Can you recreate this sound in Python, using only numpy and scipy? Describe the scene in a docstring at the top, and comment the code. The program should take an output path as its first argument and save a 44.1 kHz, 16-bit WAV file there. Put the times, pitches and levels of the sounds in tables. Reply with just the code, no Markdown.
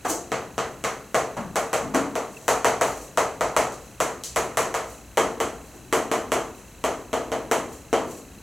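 """Someone writes quickly with chalk on a large blackboard in a bare classroom.
Over quiet ventilation and faint electronic ticking, a scrape and a dull bump come first. Then each
stroke starts with a tap: the tip clicks, the board knocks and the room rings on. A very faint hiss
passes near 1.3 s. Bumps fall between taps, some strokes drag, and the chalk squeaks near 2.4 s. At 5 s
a second line of writing begins, with a slightly different tone. A last drag and a soft bump end it."""
import sys
import numpy as np
from scipy import signal
from scipy.fft import rfft, irfft
from scipy.io import wavfile
from scipy.ndimage import uniform_filter1d

SR = 44100
rng = np.random.default_rng(int(sys.argv[2]) if len(sys.argv) > 2 else 0)


def master_out(mix):
    """Clip the mix to full scale and print it as 16-bit PCM to the path in sys.argv[1]."""
    frames = np.transpose(np.atleast_2d(mix))
    ceiling = np.clip(frames, -1, 1)
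    pcm = np.round(ceiling * 32767).astype(np.int16)
    wavfile.write(sys.argv[1], SR, pcm)


N = 371322
T = np.arange(int(.9 * SR)) / SR  # seconds since a hit


def gain_of(db):
    """Turns decibels into a number to multiply by."""
    return 10 ** (np.asarray(db) / 20)


def read(points, hz):
    """Looks up a pitch in a table, sliding smoothly between its rows."""
    f, value = np.transpose(points)
    return np.interp(np.log(hz + 1), np.log(f + 1), value)


def unit(x):
    """Scales a sound to an energy of one."""
    return x / np.sqrt(np.sum(x ** 2, -1, keepdims=True) + 1e-20)


def add(mix, s, sound):
    """Lays a sound into the mix at s seconds."""
    part = mix[:, max(round(s * SR), 0):][:, :sound.shape[-1]]
    part += sound[..., :part.shape[1]]


def colour(x, db_at, size=4096):
    """Changes the tone: turns each pitch up or down by db_at(Hz) decibels."""
    log_gain = np.log(gain_of(db_at(abs(np.fft.fftfreq(size, 1 / SR)))))
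    kernel = np.fft.ifft(np.exp(np.conj(signal.hilbert(log_gain)))).real[:size // 2]
    return signal.oaconvolve(x, kernel[None], axes=1)[:, :x.shape[1]]


# how strong the side is next to the mid: f/Hz, level/dB
STEREO_WIDTH = [(60, -17), (500, -17.5), (1100, -19.5), (1800, -20.5), (2500, -13), (3700, -23),
                (4600, -14), (5150, 0), (5900, -12.5), (7200, -17), (10000, -16), (15000, -68)]
def diffuse(noise):
    """Sound from all around. Row 0 (mid) is what left and right share; row 1 (side) sets them apart."""
    return np.vstack([noise[:1], colour(noise[1:], lambda hz: read(STEREO_WIDTH, hz))])


# tone of the moving air: f/Hz, level/dB
AIR_TONE = [(22, -14), (38, -9), (55, 8), (75, -0.5), (120, -1.5), (250, -6), (500, -12.5), (1000, -15.5),
            (2000, -18.5), (4500, -31.5), (8000, -31), (16000, -25)]
def ventilation(air_db=-25, rumble_hz=70, rumble_start_db=-8.5, rise_s=3.7):
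    """A steady rush of air with a thin hiss on top; its deepest rumble slowly grows."""
    noise = diffuse(rng.standard_normal((2, N)))
    air = gain_of(air_db) * colour(noise, lambda hz: read(AIR_TONE, hz), size=8192)
    thin = colour(air, lambda hz: rumble_start_db / (1 + (hz / rumble_hz) ** 4), size=8192)
    grown = np.minimum(np.arange(N) / SR / rise_s, 1) ** 2
    return thin + grown * (air - thin)


def blip(hz, db, length):
    """A short tone that swells and fades."""
    t = np.arange(int(length * SR)) / SR
    return gain_of(db) * np.hanning(len(t)) * np.sin(2 * np.pi * (hz * t + rng.random()))


# the two tones of a tick: f/Hz, level/dB, length/s
TICK_TONES = [(2635, -48.5, .009), (3970, -58, 0.015)]
def ticking(first_s=0.011, ticks_per_s=29.97, uneven_db=1.4, waver=0.0091):
    """Faint, regular electronic blips, a little uneven in strength and pitch."""
    out = np.zeros((2, N))
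    times = np.arange(first_s, N / SR, 1 / ticks_per_s)
    for hz, db, length in TICK_TONES:
        for s, (strength, bend) in zip(times, rng.standard_normal((len(times), 2))):
            tick = blip(hz * (1 + waver * bend), db + uneven_db * strength, length)
            add(out[:1], s - length / 2, tick)
    return out


# how long board and room ring together: f/Hz, time to fade by 60 dB/s
RING_TIMES = [(100, 1), (250, 0.91), (500, 0.49), (1200, .48), (3000, 0.4), (7000, 0.42), (15000, 0.26)]
def room_ring(noise, size=256):
    """Countless echoes blur into one tail, in which each pitch fades at its own speed."""
    hz, t, spectrum = signal.stft(noise, SR, nperseg=size)
    fade = gain_of(-60 * t / read(RING_TIMES, hz)[:, None])
    tail = signal.istft(spectrum * fade, SR, nperseg=size)[1]
    return diffuse(unit(tail[:, :len(T)]))


# the board's own notes: f/Hz, level/dB, time to fade by 60 dB/s
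BOARD_NOTES = [(127.8, -19, 0.96), (277.4, -26.5, 0.83), (453.3, -21, 0.47), (653.4, -26, 0.33),
               (676.6, -23, 0.055), (732, -29, 0.43), (1070, -30.5, 0.46), (1306, -33, 0.31)]
def board():
    """One hit sets all the notes ringing; the square root evens out long and short notes' energy."""
    return sum(gain_of(db - 60 * T / fade_s) * np.sin(2 * np.pi * hz * T)
               / np.sqrt(fade_s * SR / np.log(1e12)) for hz, db, fade_s in BOARD_NOTES)


# dull bumps: t/s, level/dB, boom f/Hz, rise time/s
BUMP_HITS = [(0.0475, 24, 343, 0.0013), (1.366, 22, 208, 0.0022), (1.82, 21, 209, 0.01),
             (1.938, 27, 289, 0.0024), (5.728, 9.5, 320, .0075), (8.33, 2, 211.6, 0.034)]
# tone of a bump's knock: f/Hz, level/dB
KNOCK_TONE = [(60, -62), (200, -24.5), (650, 2), (1300, -2.5), (2200, -14.5), (4000, -29), (8000, -33.5),
              (16000, -33)]
def bumps(width_hz=45, boom_db=3.5, hum_db=5, firm_s=.001):
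    """Soft, heavy hits: a low boom sets the board humming, and the softer the hit, the less it knocks."""
    out = np.zeros((2, N))
    for s, db, boom_hz, rise_s in BUMP_HITS:
        knock_db = 1 - 5 * np.log2(rise_s / firm_s)  # 5 dB less each time the rise time doubles
        rise = 1 - np.exp(-T / rise_s)
        tail = room_ring(rng.standard_normal((2, len(T))) * rise)
        knock = colour(tail, lambda hz: knock_db + read(KNOCK_TONE, hz))
        boom_tone = lambda hz: -20 * np.log10(1 + ((hz - boom_hz) / width_hz) ** 2 / 2)
        tail[:1] += gain_of(hum_db) * colour(board()[None] * rise, boom_tone)
        boom = gain_of(boom_db) * colour(tail, boom_tone)
        add(out, s, gain_of(db) * (boom + knock))
    return out


def squeak(s=2.3715, hz=2660, db=-33, length_s=.011):
    """The chalk sticks and slips very fast for a moment."""
    out = np.zeros((2, N))
    add(out[:1], s - length_s / 2, blip(hz, db, length_s))
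    return out


# a very faint, brief hiss near 1.3 s; in the other rows the chalk drags: t/s, length/s, level/dB
HISS_TIMES = [(0.042, 0.087, -31.5), (1.316, 0.058, -57), (2.208, 0.45, -48.5), (2.817, 0.3, -43.5),
              (3.76, 0.19, -53), (4.797, 0.23, -48.5), (5.55, 0.28, -55.5), (6.533, 0.079, -49),
              (6.65, 0.096, -57), (6.958, 0.067, -51.5), (7.648, 0.2, -49.5), (8.026, 0.19, -47)]
# tone of the hiss: f/Hz, level/dB
HISS_TONE = [(100, -4), (600, 17), (1500, -2.5), (4000, -6.5), (7000, -3), (11000, -2), (16000, 0)]
def hisses(grains_per_s=4000, spread_db=3, catch_db=3.5, level_db=-1, direct_db=-4):
    """Tiny clicks that the room smears into a hiss. Where chalk drags, they are its crumbling grains."""
    swell = np.zeros((1, N))
    for s, length, db in HISS_TIMES:
        add(swell, s, gain_of(db) * signal.windows.tukey(int(length * SR), .6))
    catch = uniform_filter1d(rng.standard_normal(N), size=900)  # a flutter, like catching and letting go
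    size_db = spread_db * np.minimum(rng.exponential(1, N), 4) + catch_db * catch / catch.std()
    grains = rng.standard_normal(N) * gain_of(size_db) * (rng.random(N) < grains_per_s / SR)
    hiss = colour(swell * grains / grains.std(), lambda hz: level_db + read(HISS_TONE, hz))
    room = room_ring(rng.standard_normal((2, len(T))))
    room[0, 0] += gain_of(direct_db)  # the part that comes straight to the ear
    return signal.fftconvolve(hiss, room, axes=1)[:, :N]


THUD_HZ, RING_HZ, KNOCK_HZ = 285, 611, 1500  # the board's low, middle and high ranges
# the tip only brushes the board: t/s, level/dB
LIGHT_TOUCHES = [(3.722, -13), (4.2368, 0)]
# their thin tone, as the board hardly moves: f/Hz, level/dB
LIGHT_TONE = [(600, -34), (1500, -27), (4300, 1), (11500, -1.5)]
# the chalk lands to start a stroke: t/s, level/dB, hardness as extra treble/dB
LANDINGS = [(0.3183, 4.5, -14.5), (0.58, 4.5, -13), (0.8398, 3.5, -6.5), (1.145, 4, -4), (1.5576, .5, 1),
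            (1.7309, 1.5, -1), (1.947, 1, -2), (2.1543, -2, -4.5), (2.4808, 4.5, 0.5), (2.6458, 6, -3),
            (2.812, 3, -1.5), (3.1741, 4, -2.5), (3.4092, 1.5, -5.5), (3.565, 4.5, -1), (4.0027, .5, 2.5),
            (4.361, 1.5, 1.5), (4.572, 2, 3), (4.7417, 0, -3), (5.1726, 3.5, -0.5), (5.4022, -3, 2.5),
            (5.9268, 1.5, 2.5), (6.115, -.5, 0), (6.319, 0.5, 2), (6.84, -1, -0.5), (7.1306, -1, -5),
            (7.318, -3, -6.5), (7.5136, 0.5, 2.5), (7.9293, 2.5, -7.5)]
# a harder hit is shorter and so brighter: f/Hz, share of the hardness (0-1)
HARDNESS_SHARE = [(600, 0), (1500, 0.4), (4300, 0.38), (11500, 0.99)]
# each spot the hand moves to sounds different: from t/s, thud level/dB, ring level/dB
BOARD_SPOTS = [(0, -6, -9), (1, -4, -0.5), (3.8, -2, -0.9), (4.65, -8, -1.7), (5, 4, -0.4)]
def contacts():
    """Lists every touch of the chalk in order of time, with its strength and its tone."""
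    touches = [(s, force_db, LIGHT_TONE) for s, force_db in LIGHT_TOUCHES]
    hz = np.union1d([THUD_HZ, RING_HZ, KNOCK_HZ], np.transpose(HARDNESS_SHARE)[0])
    for s, force_db, hard_db in LANDINGS:
        _, thud_db, ring_db = [spot for spot in BOARD_SPOTS if spot[0] <= s][-1]
        spot_db = read([(THUD_HZ, thud_db), (RING_HZ, ring_db), (KNOCK_HZ, 0)], hz)
        tone_db = spot_db + hard_db * read(HARDNESS_SHARE, hz)
        touches.append((s, force_db, list(zip(hz, tone_db))))
    return sorted(touches)


# tone of a typical tap: f/Hz, level/dB
TAP_TONE = [(30, -4), (60, 10.5), (120, 9.5), (200, 14.5), (330, 19), (450, 25), (650, 27.5), (850, 23),
            (1250, 22.5), (1600, 15), (2000, 16), (4200, -1), (10000, -1), (15500, -2)]
# change of tone on the second line of writing: f/Hz, level/dB
SECOND_LINE_TONE = [(150, -7), (250, 1), (350, 0), (560, 1), (1050, 1.5), (1450, 0), (2100, 0.5), (2600, 0),
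                    (3100, 4.5), (3400, 2.5), (3800, -0.5)]
# how alike one tap and the next ring: f/Hz, likeness (0-1)
TAP_LIKENESS = [(200, 0.76), (700, 0.66), (1500, 0.5), (3000, 0.3), (8000, 0.24)]
def taps(tip_db=-8, tip_hz=6500, wave_db=-9, wave_s=0.001325, crack_db=-13, crack_s=0.002,
         rap_db=-19, rap_s=0.0038, rap_hz=2500, echo_db=-9, echo_s=.0063, echo_fade_s=0.0039,
         room_db=-0.5, build_s=0.006, second_line_s=5):
    """The tip clicks, the board bends and raps, a near echo returns, then board and room ring on."""
    out = np.zeros((2, N))
    paths = rng.standard_normal((4, len(T)))  # noise stands for the many routes the sound takes
    hz = np.fft.rfftfreq(len(T), 1 / SR)
    alike = np.clip(read(TAP_LIKENESS, hz), 0, 1)
    tip = gain_of(tip_db) * irfft(1j * hz / (tip_hz + 1j * hz), len(T))
    # low notes cross the board more slowly: RING_HZ arrives wave_s after the click
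    wave = gain_of(wave_db) * irfft(np.exp(-4j * np.pi * wave_s * np.sqrt(RING_HZ * hz)), len(T))
    direct = (tip + wave) * (T < T[-1] / 2) + board()
    since_echo = np.maximum(T - echo_s, 0)
    for s, force_db, touch_tone in contacts():
        # the hand moves on a little, which changes the high echoes most
        fresh = rfft(rng.standard_normal(paths.shape))
        paths = irfft(alike * rfft(paths) + np.sqrt(1 - alike ** 2) * fresh, len(T))
        crack = unit(paths[2] * np.exp(-T / crack_s))
        rap = colour(paths[3:] * np.exp(-T / rap_s), lambda f: -10 * np.log10(1 + (f / rap_hz) ** 4))
        echo = unit(paths[2] * (since_echo > 0) * np.exp(-since_echo / echo_fade_s))
        hit = gain_of(room_db) * room_ring(paths[:2] * (1 - np.exp(-T / build_s)))
        hit[0] += direct + gain_of(crack_db) * crack + gain_of(echo_db) * echo
        hit[:1] += gain_of(rap_db) * unit(rap)
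        tone = lambda f: (force_db + read(TAP_TONE, f) + read(touch_tone, f)
                          + (s > second_line_s) * read(SECOND_LINE_TONE, f))
        add(out, s, colour(hit, tone))
    return out


def scene():
    """Adds up all the sounds and turns mid and side into left and right."""
    mid, side = taps() + hisses() + squeak() + bumps() + ventilation() + ticking()
    return np.array([mid + side, mid - side])


# tone of the microphone: f/Hz, level/dB
MIC_TONE = [(2600, -2.5), (3100, 1), (3600, -2.5), (4100, 4.5), (4800, 0.5), (5200, -3), (6000, 9.5),
            (7700, 8), (8900, 2), (11500, -1), (16000, -10)]
# how much louder left is than right: f/Hz, level/dB
LEFT_OVER_RIGHT = [(60, 0), (170, 3), (400, 2), (700, 2), (900, 0), (1950, 0.4), (2450, -6.5), (2750, -2.5),
                   (2950, -2.5), (3900, 2), (4950, -8), (5350, 4.5), (7000, -0.5), (11000, 0.5)]
def record(dry, top_hz=16100):
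    """The microphone colours the sound, hears left and right unequally and cuts the highest treble."""
    tilt_db = read(LEFT_OVER_RIGHT, np.fft.rfftfreq(512, 1 / SR)) / 2
    balance = np.fft.fftshift(irfft(gain_of([tilt_db, -tilt_db])), axes=1)[:, 1:]
    heard = signal.oaconvolve(colour(dry, lambda hz: read(MIC_TONE, hz)), balance, "same", axes=1)
    treble_cut = signal.firwin(511, top_hz, window=("kaiser", 9), fs=SR)
    return signal.oaconvolve(heard, treble_cut[None], "same", axes=1)


dry = scene()
out = record(dry)
master_out(out)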